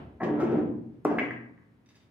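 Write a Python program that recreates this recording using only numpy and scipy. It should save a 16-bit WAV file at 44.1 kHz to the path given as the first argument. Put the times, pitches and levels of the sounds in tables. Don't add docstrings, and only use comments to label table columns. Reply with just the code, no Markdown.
import sys
import numpy as np
from scipy import signal
from scipy.fft import rfft, irfft
from scipy.io import wavfile

SR = 44100
rng = np.random.default_rng(int(sys.argv[2]) if len(sys.argv) > 2 else 0)


def amplitude_ratio(level_db):
    exponent = np.asarray(level_db, float) / 20
    return 10 ** exponent


def wrap_up_sound(samples):
    columns = np.atleast_2d(samples).T
    tamed = np.clip(columns, -1, 1)
    steps = np.round(tamed * 32767).astype(np.int16)
    wavfile.write(sys.argv[1], SR, steps)


N = 92610
T = np.arange(N) / SR

# mode frequency in Hz, level in dB, t60 in seconds
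CHANNEL_MODES = [(124.7, -3.5, 0.2), (165.3, -7.5, 0.12), (232, 4, 0.16), (243.2, 0, 0.1), (300, 2, 0.18),
                 (338.5, 4.5, 0.071), (415.7, -6.5, 0.16), (450.5, -2, 0.11), (530, -8.5, 0.03),
                 (723, -1, 0.036), (758, -15, 0.25), (1036, -11, 0.079), (1298, -27, 0.04),
                 (1800, -23.5, 0.017)]
# start in seconds, level in dB, hardness in Hz, scuff level in dB
KNOCKS = [(0.227, -42.5, 1280, -47), (0.281, -37, 475, -77.5), (0.354, -28, 900, -70.5),
          (.400, -27.5, 1593, -51), (0.43, -29, 632, -58.5), (0.464, -33, 900, -64),
          (0.509, -27.5, 700, -61.5), (0.546, -32.5, 700, -70.5), (0.577, -34.5, 700, -72),
          (0.691, -33, 900, -94), (0.759, -38, 491, -92.5)]
# start in seconds, level in dB, hardness in Hz, scuff level in dB
THUDS = [
    (1.050, -20, 1236, -51),
    (1.098, -37, 1375, -57.5),
    (1.112, -22, 506, -76.5),
    (1.174, -29.5, 423, -64),
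    (1.212, -27, 518, -70),
]
# start in seconds, level in dB, pitch in Hz
CLACKS = [(1.1847, -18, 1460), (1.1873, -16.5, 2500), (1.189, -27, 1366), (1.194, -19, 2210),
          (1.198, -23, 2800), (1.202, -34, 2330), (1.207, -34, 1400), (1.213, -42, 2180),
          (1.227, -33.5, 1900), (1.232, -32.5, 1100), (1.243, -32, 2250), (1.254, -41, 2690),
          (1.271, -37.5, 1900), (1.286, -36, 2660), (1.308, -26.5, 1730), (1.311, -32.5, 1681),
          (1.318, -35, 1900), (1.334, -35.5, 2690), (1.578, -52, 1800), (1.585, -52, 1223),
          (1.622, -58, 1800), (1.630, -58, 1203)]


def read(table, hz):
    a = np.array(table, float)
    return np.interp(np.log(np.maximum(hz, 1)), np.log(a[:, 0]), a[:, 1])


def unit(x):
    return x / np.sqrt(np.mean(x ** 2))


def colour(x, table):
    log_gain = np.log(amplitude_ratio(read(table, np.linspace(0, SR / 2, 2049))))
    cepstrum = irfft(log_gain)
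    cepstrum[1:2048] *= 2
    cepstrum[2049:] = 0
    response = irfft(np.exp(rfft(cepstrum)))
    return signal.fftconvolve(x, response)[:len(x)]


def stereo_noise():
    # frequency in Hz, side over mid in dB
    width = [(60, -21.5), (250, -8.5), (1000, 0.5), (4000, 3), (16000, 9)]
    mid = rng.standard_normal(N)
    side = colour(rng.standard_normal(N), width)
    return np.array([mid + side, mid - side])


def pan(x, db):
    return x * amplitude_ratio(np.array([[db / 2], [-db / 2]]))


def strike(at, db, modes, hard_hz, scatter_db=1.5):
    hz, mode_db, t60 = np.array(modes, float).T[:, :, None]
    chance = rng.standard_normal((2, len(modes), 1))
    t = T - at
    t = t[(t > 0) & (t < 0.4)]
    gain = amplitude_ratio(db + mode_db + scatter_db * chance[0]) / np.sqrt(1 + (hz / hard_hz) ** 4)
    sign = (-1.0) ** np.arange(len(modes))[:, None]
    tone = np.sin(2 * np.pi * hz * (1 + 0.0037 * chance[1]) * t)
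    ring = sign * gain * tone * np.exp(-np.log(1000) * t / t60)
    onset = np.sin(np.pi / 2 * np.minimum(t * hard_hz / 2, 1)) ** 2
    out = np.zeros(N)
    start = int(at * SR) + 1
    out[start:start + len(t)] = ring.sum(axis=0) * onset
    return out


def burst(events, table, t60, rise=0.00083):
    env = 0
    for at, db in events:
        swell = np.clip((T - at) / rise, 0, 1)
        env = env + amplitude_ratio(db) * swell * amplitude_ratio(-60 * np.maximum(T - at, 0) / t60)
    return env * unit(colour(rng.standard_normal(N), table))


def air(table):
    return unit(np.array([colour(c, table) for c in stereo_noise()]))


def room_floor():
    # frequency in Hz, level in dB per Hz
    room_colour = [(25, -15.5), (100, 3.5), (230, 2), (450, -12.5), (700, -17), (2000, -24.5),
                   (8000, -49.5), (16000, -47.5)]
    return amplitude_ratio(-62.5) * air(room_colour)


def earlier_hit():
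    # frequency in Hz, level in dB per Hz
    tail_colour = [(100, 5), (240, 7), (420, -3), (560, -5.5), (690, -1), (850, -10.5), (3000, -26.5),
                   (7000, -60.5)]
    level_db, t60_s = -40.5, 0.51
    return air(tail_colour) * amplitude_ratio(level_db - 60 * T / t60_s)


def footfalls():
    # start in seconds, level in dB, pitch in Hz
    steps = [(0.036, -35, 72), (0.062, -40.5, 130), (.066, -37, 75), (.1, -47.5, 80), (0.143, -37, 75)]
    t60_s = 0.1
    return sum(strike(at, db, [(hz, 0, t60_s)], 150) for at, db, hz in steps)


def pocket():
    # mode frequency in Hz, level in dB, t60 in seconds
    mouth_modes = [(230, -6.5, .06), (340, -4.5, .06), (520, -18, .03), (724, 3.5, 0.044),
                   (900, -1.5, 0.019), (1115, 0.5, 0.041), (1316, -15, .02), (1673, -3, 0.027),
                   (1900, -1, 0.035), (2320, -25.5, 0.05), (4500, -43.5, 0.04)]
    # start in seconds, level in dB
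    drops = [(.2005, -48), (.2035, -38), (.2065, -35.5), (.211, -38), (.2155, -32.5), (.2195, -34),
             (.232, -30.5), (.238, -34.5), (.246, -44)]
    x = sum(strike(at, db, mouth_modes, 2100) for at, db in drops)
    padding = signal.butter(6, 2540, fs=SR, output="sos")
    return signal.sosfilt(padding, x)


def roll():
    # time in seconds, rolling force in dB
    push = [(0, -53), (.2, -61), (.212, -26.5), (.3, -30), (.39, -29), (.42, -27.5), (.54, -26), (.62, -35),
            (.72, -57), (.85, -65.5), (1.04, -67.5), (1.06, -33), (1.15, -33), (1.25, -54), (1.4, -77),
            (2.1, -100)]
    # frequency in Hz, level in dB per Hz
    grit = [(45, -28.5), (120, -10.5), (300, 1.5), (770, -7), (2200, -26.5), (3300, -39.5), (4200, -58.5),
            (16000, -86)]
    bumps_per_s, bump_scatter_db, grit_db = 1500, 2, -7
    chance = rng.random((3, N))
    hit = chance[0] < bumps_per_s / SR
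    bumps = hit * np.sign(chance[1] - 0.5) * amplitude_ratio(-bump_scatter_db * np.log(chance[2] + 1e-4))
    bumps = unit(bumps)
    force = bumps * amplitude_ratio(np.interp(T, *np.array(push, float).T))
    wood = 0
    for k, (hz, db, t60) in enumerate(CHANNEL_MODES):
        pole = np.exp(2j * np.pi * hz / SR - np.log(1000) / (t60 * SR))
        wood = wood + (-1) ** k * amplitude_ratio(db) * signal.lfilter([1], [1, -pole], force).imag
    grit_rms = np.sqrt(np.mean(colour(bumps, grit) ** 2))
    return amplitude_ratio(-34.5) * wood + amplitude_ratio(grit_db) * colour(force, grit) / grit_rms


def wall_knocks():
    return sum(strike(at, db - 15, CHANNEL_MODES, hz) for at, db, hz, _ in KNOCKS)


def scuffs():
    # frequency in Hz, level in dB per Hz
    scuff_colour = [(500, -38.5), (2500, 17), (4000, -2), (5800, -1), (7500, -7.5), (9000, -19),
                    (12000, -30.5), (16000, -28)]
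    rubs = [(row[0], row[3]) for row in KNOCKS + THUDS]
    rubs += [(at, db - 54.5) for at, db, _ in CLACKS]
    return burst(rubs, scuff_colour, t60=0.21, rise=0.0087)


def cracks():
    # start in seconds, level in dB
    hard_hits = [(.228, -69.5), (.237, -70), (.400, -61.5), (.416, -69.5), (.51, -71.5), (.575, -73.5),
                 (1.049, -63), (1.152, -72), (1.185, -66.5), (1.225, -70.5), (1.24, -79.5), (1.308, -74.5)]
    # frequency in Hz, level in dB per Hz
    crack_colour = [(1500, -19.5), (4000, 6.5), (7000, 5), (9000, -5.5), (12000, -4), (16000, -6)]
    return burst(hard_hits, crack_colour, t60=0.13)


def seams():
    # start in seconds, level in dB, pitch in Hz
    crossings = [(0.2303, -23.5, 340), (.247, -25.5, 300), (0.2771, -24, 230), (0.296, -26.5, 280),
                 (0.334, -22.5, 280), (.365, -25, 300), (1.0565, -19, 311), (0.4293, -15.5, 350),
                 (0.484, -22, 320), (.506, -23.5, 365), (.519, -20, 423), (.530, -21.5, 355),
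                 (.543, -20, 270), (.557, -20.5, 315), (.570, -24, 357), (.586, -20.5, 334),
                 (.605, -23, 300), (.633, -20.5, 264), (.654, -27.5, 207), (.70, -27, 257),
                 (1.133, -26, 292), (1.170, -22, 300)]
    t60_s = 0.046
    x = 0
    for at, db, hz in crossings:
        x = x + strike(at, db, [(hz, 0, t60_s), (1.9 * hz, -8, t60_s / 2)], 800)
    return x


def rail_joint():
    # mode frequency in Hz, level in dB, t60 in seconds
    rail_modes = [(514, -1.5, 0.035), (700, 1, 0.056), (900, 3, 0.015), (1100, -4, 0.045), (1340, -3, 0.05),
                  (1570, -16.5, 0.058), (1810, -13.5, 0.04), (2130, -15, 0.046)]
    # start in seconds, level in dB
    joints = [(0.399, -33), (.405, -33), (.412, -33.5), (0.421, -31.5), (.429, -37)]
    return sum(strike(at, db, rail_modes, 2500) for at, db in joints)


def snaps():
    # start in seconds, level in dB
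    snap_hits = [(1.0482, -47), (1.051, -56.5), (1.056, -59), (1.064, -63), (1.146, -71), (1.1845, -58),
                 (1.2945, -73), (1.3075, -72)]
    # frequency in Hz, level in dB per Hz
    snap_colour = [(1500, -9), (4000, 0), (9000, -0.5), (13000, -6), (16000, -12)]
    return burst(snap_hits, snap_colour, t60=0.015, rise=0.0003)


def tray_thuds():
    # mode frequency in Hz, level in dB, t60 in seconds
    tray_modes = [(135, -22.5, 0.077), (255.2, -6, 0.093), (299.8, 3, 0.055), (349.4, -5.5, 0.043),
                  (421, 7, 0.033), (566, -4.5, 0.034), (700, 9, 0.027), (828, -6, 0.025), (1128, 1, 0.037),
                  (1320, 7.5, 0.0096), (1637, -21, 0.054), (2026, -10.5, 0.077), (2500, -16, .03)]
    return sum(strike(at, db - 1.5, tray_modes, hz) for at, db, hz, _ in THUDS)


def board_rattle():
    # frequency in Hz, level in dB per Hz
    rattle_colour = [(400, -22), (900, 6), (1600, -4), (2400, -18), (4000, -55)]
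    shakes = [(at, db - 20.5) for at, db, _, _ in THUDS[:2]]
    return burst(shakes, rattle_colour, t60=0.71)


def pings():
    # mode frequency in Hz, level in dB, t60 in seconds
    ping_modes = [(15400, -0.5, .012), (14700, -4.5, .015), (9300, -4.5, .006), (7200, -5, .006)]
    # start in seconds, level in dB
    strokes = [
        (1.184, -55),
        (1.308, -74),
    ]
    return sum(strike(at, db, ping_modes, 20000) for at, db in strokes)


def clacks():
    # frequency in Hz, level in dB per Hz
    ball_colour = [(300, -18), (900, 2.5), (1450, -0.5), (2200, 4), (2700, -6.5), (3150, -16), (4200, -25),
                   (16000, -65)]
    clack_q, echo_t60_s, echo_db = 3.8, 0.021, -3
    x = 0
    for at, db, hz in CLACKS:
        pulse = amplitude_ratio(db) * (np.arange(N) == int(at * SR))
        x = x + signal.lfilter(*signal.iirpeak(hz, clack_q, SR), pulse)
    echo = rng.standard_normal(4000) * amplitude_ratio(-60 * T[:4000] / echo_t60_s)
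    echo = echo / np.sqrt(np.sum(echo ** 2))
    x = x + amplitude_ratio(echo_db) * signal.fftconvolve(x, echo)[:N]
    return amplitude_ratio(28) * colour(x, ball_colour)


def jingles():
    # start in seconds, level in dB, hardness in Hz
    touches = [(1.860, -73, 5000), (1.889, -71.5, 6950), (1.903, -74, 4000), (1.945, -70, 2140),
               (1.955, -72.5, 7130), (1.964, -83, 15200), (2.003, -74.5, 3000), (2.02, -86, 3000),
               (2.03, -85.5, 8000), (2.057, -88, 3920), (.932, -81, 2000)]
    # mode frequency in Hz, level in dB, t60 in seconds
    metal_modes = [(1723, -8.5, 0.035), (2070, -8, 0.06), (2590, -8.5, 0.064), (3670, -4.5, 0.054),
                   (4790, -5.5, 0.05), (5050, -15, .05), (5830, -4, 0.048), (6840, -7, .05),
                   (7700, -13.5, 0.06), (8330, -24.5, 0.052), (10000, -15, 0.04), (13950, -20, 0.04),
                   (15300, -11.5, 0.042)]
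    # frequency in Hz, level in dB per Hz
    rustle_colour = [(600, 2), (1500, 0.5), (2600, 2.5), (5000, -5), (8000, -14.5), (16000, -24.5)]
    ring = sum(strike(at, db + 11, metal_modes, hz, scatter_db=3) for at, db, hz in touches)
    rubs = [(at, db + 3) for at, db, _ in touches]
    return ring + burst(rubs, rustle_colour, t60=0.18, rise=0.008)


def hall(x):
    # frequency in Hz, t60 in seconds
    decay = [(60, 1.64), (250, 0.76), (1000, 0.56), (3000, 0.47), (8000, 0.23), (16000, 0.16)]
    level_db, gap_s, build_s = 0.5, 0.0025, 0.0021
    f, t, z = signal.stft(stereo_noise()[:, :SR], SR, nperseg=256)
    z = z * amplitude_ratio(-60 * t / read(decay, f)[:, None])
    tail = signal.istft(z, SR, nperseg=256)[1]
    t = np.arange(tail.shape[1]) / SR
    tail = tail * np.clip((t - gap_s) / build_s, 0, 1)
    tail = tail / np.sqrt(np.sum(tail ** 2) / 2)
    return amplitude_ratio(level_db) * signal.fftconvolve(x[None], tail, axes=1)[:, :N]


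def scene():
    low = footfalls()
    table = pocket() + roll() + wall_knocks() + seams() + rail_joint()
    table = table + tray_thuds() + board_rattle() + clacks()
    hiss = scuffs() + cracks() + snaps() + pings()
    metal = jingles()
    into_hall = table + amplitude_ratio(-14.5) * low + amplitude_ratio(-5.5) * hiss + amplitude_ratio(-4) * metal
    mix = pan(table + low + hall(into_hall), 1.2)
    mix = mix + pan(hiss, 6) + pan(metal, 0)
    return mix + room_floor() + earlier_hit()


def roll_off(x):
    return signal.sosfilt(signal.butter(12, 15790, fs=SR, output="sos"), x)


def record(dry):
    low_cut = signal.butter(3, 61, "high", fs=SR, output="sos")
    dry = signal.sosfilt(low_cut, dry)
    dry = np.array([np.roll(dry[0], shift=3), dry[1]])
    return roll_off(dry)


dry = scene()
out = record(dry)
wrap_up_sound(out)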